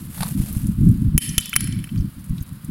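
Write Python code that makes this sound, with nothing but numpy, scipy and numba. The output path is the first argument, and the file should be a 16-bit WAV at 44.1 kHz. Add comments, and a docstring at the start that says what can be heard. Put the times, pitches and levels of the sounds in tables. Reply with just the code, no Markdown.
"""A seashell is tossed onto a concrete slab outdoors: it lands three times, rocks and settles.
Each contact makes a sharp crack and a brief ring, and nearby walls echo it. Before the toss there is
a gritty scuff and a rustle, and grit ticks now and then. Wind buffets the microphone over a faint hiss.
The recorder's limiter turns the volume down for a moment after the loud clacks."""
import sys
import numpy as np
from scipy import signal
from scipy.fft import rfft, irfft, next_fast_len
from scipy.io import wavfile
from scipy.ndimage import uniform_filter1d, minimum_filter1d
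from numba import njit

SR = 44100
rng = np.random.default_rng(int(sys.argv[2]) if len(sys.argv) > 2 else 0)


def bounce(signal):
    """Save signal as a 16-bit WAV file at the path given by the first command-line argument."""
    frames = np.transpose(np.atleast_2d(signal))
    limited = np.clip(frames, -1, 1)
    pcm = np.round(limited * 32767).astype(np.int16)
    wavfile.write(sys.argv[1], SR, pcm)


N = 119070

# Where the shell is hit decides how strongly each pitch zone rings.
# Zone centres for landings, then for taps (frequency [Hz])
LANDING_ZONES = [1300, 2300, 3075, 5400, 7500, 10450, 11300, 13500]
TAP_ZONES = [2300, 3075, 6500, 10450, 14000]
# Hard landings (time [s], strength [dB], thud [dB], boost in each of eight zones [dB])
LANDING_HITS = [(1.1786, 6, 1, -16.5, -5.5, -0.5, -1, 0, 5, 2, 2),
                (1.3800, -3, -4, -8, -6, 5, 2, -3.5, -10.5, 1, -7),
                (1.3827, -9, -7.5, -6, 0, 9.5, -9, -1, 3, 2, -20),
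                (1.5625, -1.5, -13, 1.5, -4.5, -0.5, 3, -8.5, 10, -14, -6)]
# Light taps of tumbling and rocking (time [s], strength [dB], boost in each of five zones [dB])
ROCKING_TAPS = [(1.4, -27, -22, -12, 12, -2, -4), (1.408, -20, -7, -24, 1, -3, -5),
                (1.457, -24, -3, -14, 9, 1.5, 0), (1.4937, -25.5, -11, -4, 4, 0, 6),
                (1.5304, -21.5, 12.5, 1, 2, -17, -6), (1.5373, -20, -10, 15.5, -34, 2.5, -15),
                (1.5563, -12.5, 1, -10, -8, -10, -4), (1.6065, -15, -5, -2, -1, 4, -8),
                (1.6416, -29, -22, -18, 2, 14.5, -5), (1.673, -19.5, -1, -5.5, -4, 0, -14),
                (1.7240, -32.5, -22, 16, 6, 3, -17), (1.7894, -38.5, 8, 14, -11, 12, -10),
                (1.8409, -26.5, 4.5, 8.5, -6, 4, -13), (1.8728, -39.5, 12, -8, -12, -2, -9),
                (1.8911, -35.5, 5, 13, -4, -19, -20), (1.9582, -33.5, 2.5, 5.5, -4, -24, -3)]
def shell():
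    """The shell lands with low thuds, then taps lightly; the slab shortens its ring as it settles."""
    out = np.zeros(N)
    rise = (np.arange(SR // 5) / SR / THUD_RISE_S) ** 2
    thud = rise * np.exp(1 - rise)
    for at, strength, thud_db, *boosts in LANDING_HITS:
        clack = strike(LANDING_ZONES, boosts, LANDING_CONTACT_S, ring_share=0.99)
        add(out, at, undb(strength) * (clack + undb(thud_db) * thud))
    for at, strength, *boosts in ROCKING_TAPS:
        ring_share = np.interp(at, SETTLING_SPAN_S, [1, SETTLED_RING_SHARE])
        add(out, at, undb(strength) * strike(TAP_ZONES, boosts, TAP_CONTACT_S, ring_share))
    return out


THUD_RISE_S, LANDING_CONTACT_S, TAP_CONTACT_S = 0.0022, 0.00067, 0.0024
SETTLING_SPAN_S, SETTLED_RING_SHARE = (1.43, 1.77), 0.62
RING_DB, RING_RISE_S, CRACK_DB = -6, 0.00051, -2
# The shell's own tones (frequency [Hz], level [dB], time to fade by 60 dB when free [s])
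SHELL_TONES = [(1370, -10, 0.029), (1830, -5, 0.013), (2310, -6, .028), (2635, -5, .024), (3072, -8, .052),
               (3435, -11, .024), (5245, -8, .018), (5720, -9, .024), (6090, -6, 0.0086),
               (7280, -1.5, 0.01), (8260, -9, 0.0086), (9900, -27, 0.035), (10335, 0, .028),
               (10570, 0, .028), (10900, -4, .024), (11165, 0, .024), (11660, -3, .026), (13800, -27, 0.02)]
# Tone colour of the crack (frequency [Hz], level [dB])
CRACK_COLOUR = [(300, -23), (800, -16.5), (1400, -3.5), (2400, 4.5), (4200, -10.5), (7000, 0),
                (11000, -0.5), (14000, 4.5), (16000, -6)]
def strike(zones_hz, boosts_db, contact_s, ring_share):
    """One hit: the edge grinds on the slab with a short crack and sets the shell's tones ringing."""
    t = np.arange(SR // 5) / SR
    hz, db, fade_s = np.array(SHELL_TONES).T
    scatter_db = rng.standard_normal(len(hz))
    phase = rng.uniform(0, 2 * np.pi, len(hz))
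    gains = undb(RING_DB + db + np.interp(hz, zones_hz, boosts_db) + scatter_db)
    tones = np.sin(2 * np.pi * hz[:, None] * t + phase[:, None])
    ring = gains @ (tones * fade(t, ring_share * fade_s[:, None]))
    tint = [(f, level + np.interp(f, zones_hz, boosts_db)) for f, level in CRACK_COLOUR]
    softening = np.sqrt(LANDING_CONTACT_S / contact_s)  # a longer contact is gentler
    grind = softening * fade(np.maximum(t - contact_s, 0), fade_s=0.021)
    crack = colour(rng.standard_normal(len(t)) * grind, tint)
    return ring * (1 - np.exp(-t / RING_RISE_S)) + undb(CRACK_DB) * crack


ECHO_DB, ECHO_DELAY_S, ECHO_BUILD_S = -17, 0.013, 0.027
# Tone colour of the echo (frequency [Hz], level [dB])
ECHO_COLOUR = [(200, 1), (850, -22), (1600, 1), (3000, 1), (4500, 10), (6000, -4.5), (9000, 0),
               (11000, -1.5), (13000, -6.5), (16000, -29)]
def wall_echo(sound, t):
    """Nearby walls send back a blur of echoes that swells, then fades, high notes first."""
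    late = np.maximum(t - ECHO_DELAY_S, 0)
    wash = noise(ECHO_COLOUR)
    low = signal.sosfiltfilt(signal.butter(2, 7000, fs=SR, output="sos"), wash)
    tail = low * fade(late, fade_s=0.8) + (wash - low) * fade(late, fade_s=0.54)
    tail *= np.minimum(late / ECHO_BUILD_S, 1)
    return undb(ECHO_DB) * signal.fftconvolve(sound, tail / np.sqrt(np.sum(tail ** 2)))[:N]


GRIT_DB, GRIT_WIDTH_OCTAVES = -9, 0.11
# Ticks of grit (time [s], level [dB], pitch [Hz])
GRIT_TICKS = [(.158, -30, 11000), (0.28, -20.5, 10300), (0.527, -19, 12000), (0.569, -23.5, 9400),
              (0.669, -21.5, 10060), (.888, -26, 9400), (.913, -30, 11500), (0.974, -34, 10600),
              (1.258, -26, 10500), (1.291, -17.5, 5940), (1.976, -30.5, 4570), (1.989, -38.5, 6100),
              (2.007, -37.5, 5100), (2.192, -42, 5940), (2.242, -27.5, 10300), (2.295, -30.5, 10200),
              (2.380, -28.5, 3750), (2.406, -33.5, 6300), (2.425, -26.5, 12300), (2.530, -35, 11200),
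              (2.646, -26, 10650)]
def grit():
    """Sand grains make tiny bright ticks, each a burst of noise around one pitch."""
    out, t = np.zeros(N), np.arange(SR // 10) / SR
    width = 2 ** GRIT_WIDTH_OCTAVES
    for at, db, hz in GRIT_TICKS:
        band = [(hz / 2, -24.5), (hz / width, -13), (hz, 0), (hz * width, -12), (2 * hz, -26)]
        tick = unit(colour(rng.standard_normal(len(t)), band)) * fade(t, fade_s=0.041)
        add(out, at, undb(GRIT_DB + db) * tick)
    return out


# Scrapes that make up the scuff (time [s], level [dB], half length [s])
SCRAPES = [(0.186, -37, 0.0045), (.211, -33, 0.0047), (0.2237, -29.5, 0.0023), (.232, -23.5, 0.006),
           (0.272, -39.5, 0.016)]
# Tone colour of the scuff (frequency [Hz], level [dB])
SCUFF_COLOUR = [(290, -39), (500, -18), (990, 2), (1170, -5), (1990, -11), (3090, -16), (4410, -6),
                (4800, -16), (6210, -23.5), (10700, -10), (15000, -29)]
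def scuff(t):
    """A few quick scrapes of rough noise run together into one gritty scuff."""
    roughness = undb(5.2 * wander(rate_hz=600))
    return bumps(t, SCRAPES) * unit(noise(SCUFF_COLOUR) * roughness)


# Tone colour of the rustle (frequency [Hz], level [dB])
RUSTLE_COLOUR = [(450, -3.5), (900, -7), (1800, -7.5), (2800, -7.5), (4300, -8), (6000, -10), (8000, -4.5),
                 (10900, 3), (13800, -2.5), (16000, -12)]
# How the rustle swells and fades (time [s], level [dB])
RUSTLE_LOUDNESS = [(0, -45), (.09, -44), (.16, -39.5), (.26, -35), (.36, -40.5), (.44, -38.5), (.56, -40.5),
                   (.66, -44), (.76, -50.5), (.88, -48.5), (1.1, -55), (1.3, -53)]
def rustle(t):
    """A soft, flickering rustle swells early on, then stays very faint."""
    hiss = noise(RUSTLE_COLOUR)
    flicker = undb(1.96 * wander(rate_hz=120) + 2.4 * wander(rate_hz=1200))
    return unit(hiss * flicker) * curve(t, RUSTLE_LOUDNESS)


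WIND_DB, WIND_FLUTTER_DB, WIND_CEILING, WIND_TOP_HZ = -2.5, 3.5, 0.83, 367
# Tone colour of the wind (frequency [Hz], level [dB])
WIND_COLOUR = [(20, -5.5), (45, -2.5), (80, 1), (150, 4.5), (210, 1), (260, -7), (320, -12.5), (400, -27),
               (500, -42), (800, -52.5)]
# How the gusts rise and fall (time [s], level [dB])
GUSTS = [(0.0, -33), (0.04, -28.5), (0.13, -38.5), (0.22, -23.5), (0.3, -29.5), (0.41, -17), (0.48, -29),
         (0.58, -21), (0.61, -23.5), (0.64, -16), (0.77, -22), (0.8, -11.5), (0.9, -11), (0.95, -20),
         (1.09, -13.5), (1.11, -26), (1.15, -12.5), (1.19, -19.5), (1.22, -39.5), (1.31, -21.5),
         (1.35, -33), (1.38, -25), (1.41, -33.5), (1.53, -45), (1.56, -30), (1.77, -18.5), (1.89, -41),
         (1.93, -18), (1.97, -22.5), (1.99, -14), (2.05, -21.5), (2.13, -44.5), (2.2, -26.5), (2.24, -41),
         (2.31, -20.5), (2.42, -25), (2.44, -37.5), (2.58, -36.5), (2.59, -49.5), (2.7, -27.5)]
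# Single thumps of air (time [s], level [dB], half length [s])
WIND_THUMPS = [(.402, -7, 0.0011), (0.568, -5, 0.0011), (0.816, -7, 0.00064), (0.849, -4.5, 0.0029),
               (0.864, -31, 0.0039), (0.899, -5, 0.0015), (1.085, -3, 0.0012), (1.151, 1.5, 0.0011),
               (1.938, -23.5, 0.0011), (2.002, -7, .002), (2.309, -11, 0.0034), (2.413, -13.5, 0.0014)]
def wind(t):
    """Gusts rumble on the microphone and small swirls thump it; the strongest are rounded off."""
    flow = noise(WIND_COLOUR)
    steady_flow = flow / np.sqrt(uniform_filter1d(flow ** 2, size=2000) + 1e-6)
    rumble = undb(WIND_DB + WIND_FLUTTER_DB * wander(rate_hz=60)) * steady_flow * curve(t, GUSTS)
    thumps = signal.sosfilt(signal.butter(1, 25, "high", fs=SR, output="sos"), bumps(t, WIND_THUMPS))
    rounded = WIND_CEILING * np.tanh((rumble + thumps) / WIND_CEILING)
    return signal.sosfiltfilt(signal.butter(4, WIND_TOP_HZ, fs=SR, output="sos"), rounded)


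HISS_DB = -52.5
# Tone colour of the hiss (frequency [Hz], level [dB])
HISS_COLOUR = [(300, -5.5), (500, -8.5), (800, -12), (1050, -3), (1400, -3.5), (2000, -9), (3200, -11),
               (5000, -13.5), (6500, -33), (9400, -14.5), (13000, -18.5), (16000, -11)]
def outdoor_hiss():
    """A faint, almost steady hiss lies behind everything."""
    return undb(HISS_DB + 0.27 * wander(rate_hz=15.38)) * noise(HISS_COLOUR)


def undb(db):
    """Turn decibels into a volume factor."""
    return 10 ** (np.asarray(db) / 20)


def unit(x):
    """Scale to an average (rms) level of 1."""
    return x / np.sqrt(np.mean(x ** 2))


def colour(x, points):
    """Shape the tone along (frequency [Hz], level [dB]) points, cutting steeply below the first."""
    hz, db = np.array(points, float).T
    size = 2 * next_fast_len(len(x))
    f = np.maximum(np.arange(size // 2 + 1) * SR / size, 1)
    gain_db = np.interp(np.log(f), np.log(hz), db) - 18 * np.clip(np.log2(hz[0] / f), 0, 3)
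    # fold the filter so that it rings only after a sound, never before
    cepstrum = irfft(np.log(undb(gain_db)))
    cepstrum[1:size // 2] *= 2
    cepstrum[size // 2 + 1:] = 0
    return irfft(rfft(x, size) * np.exp(rfft(cepstrum)))[:len(x)]


def noise(points):
    """Noise with the given tone colour, at level 1."""
    return unit(colour(rng.standard_normal(N), points))


def wander(rate_hz):
    """A smooth random drift, typically about 1 in size."""
    step = int(SR / rate_hz)
    stairs = np.repeat(rng.standard_normal(N // step + 1), step)
    return unit(uniform_filter1d(stairs, step)[:N])


def fade(t, fade_s):
    """Die away by 60 dB every fade_s seconds."""
    return np.exp(-np.log(1000) * t / fade_s)


def curve(t, rows):
    """Volume that follows (time [s], level [dB]) points."""
    return undb(np.interp(t, *np.array(rows).T))


def bumps(t, rows):
    """One bell-shaped swell for each row."""
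    return sum(undb(db) * np.exp(-.5 * ((t - at) / half) ** 2) for at, db, half in rows)


def add(out, at, x):
    """Mix x into out, starting at a time in seconds."""
    i = max(int(at * SR), 0)
    out[i:i + len(x)] += x[:max(N - i, 0)]


def scene():
    """Mix the shell, the grit and their echo with the background, in mono."""
    t = np.arange(N) / SR
    clacks = shell() + grit()
    hiss = outdoor_hiss()
    return (clacks + wall_echo(clacks, t) + scuff(t) + rustle(t) + wind(t) + hiss)[None]


@njit
def follow_peaks(x, release):
    """Jump up to each peak, then sink back gradually."""
    out, level = np.empty(len(x)), 0.
    for i in range(len(x)):
        level = max(x[i], level * release)
        out[i] = level
    return out


LIMIT_DB, LIMIT_HOLD_S, LIMIT_RELEASE_S, CLIP_LEVEL, TOP_HZ = -.5, .007, .018, .85, 15900
def record(dry):
    """A limiter dips the volume after loud peaks; what still sticks out is clipped, top treble is cut."""
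    hold = 2 * int(LIMIT_HOLD_S * SR / 2) + 1
    peaks = -minimum_filter1d(-np.abs(dry[0]), hold, origin=hold // 2)
    level = follow_peaks(peaks, np.exp(-1 / (LIMIT_RELEASE_S * SR)))
    gain = np.minimum(1, undb(LIMIT_DB) / (level + 1e-9))
    limited = np.clip(dry * uniform_filter1d(gain, size=16), -CLIP_LEVEL, CLIP_LEVEL)
    return signal.sosfilt(signal.ellip(10, .2, 80, TOP_HZ, fs=SR, output="sos"), limited)


dry = scene()
out = record(dry)
bounce(out)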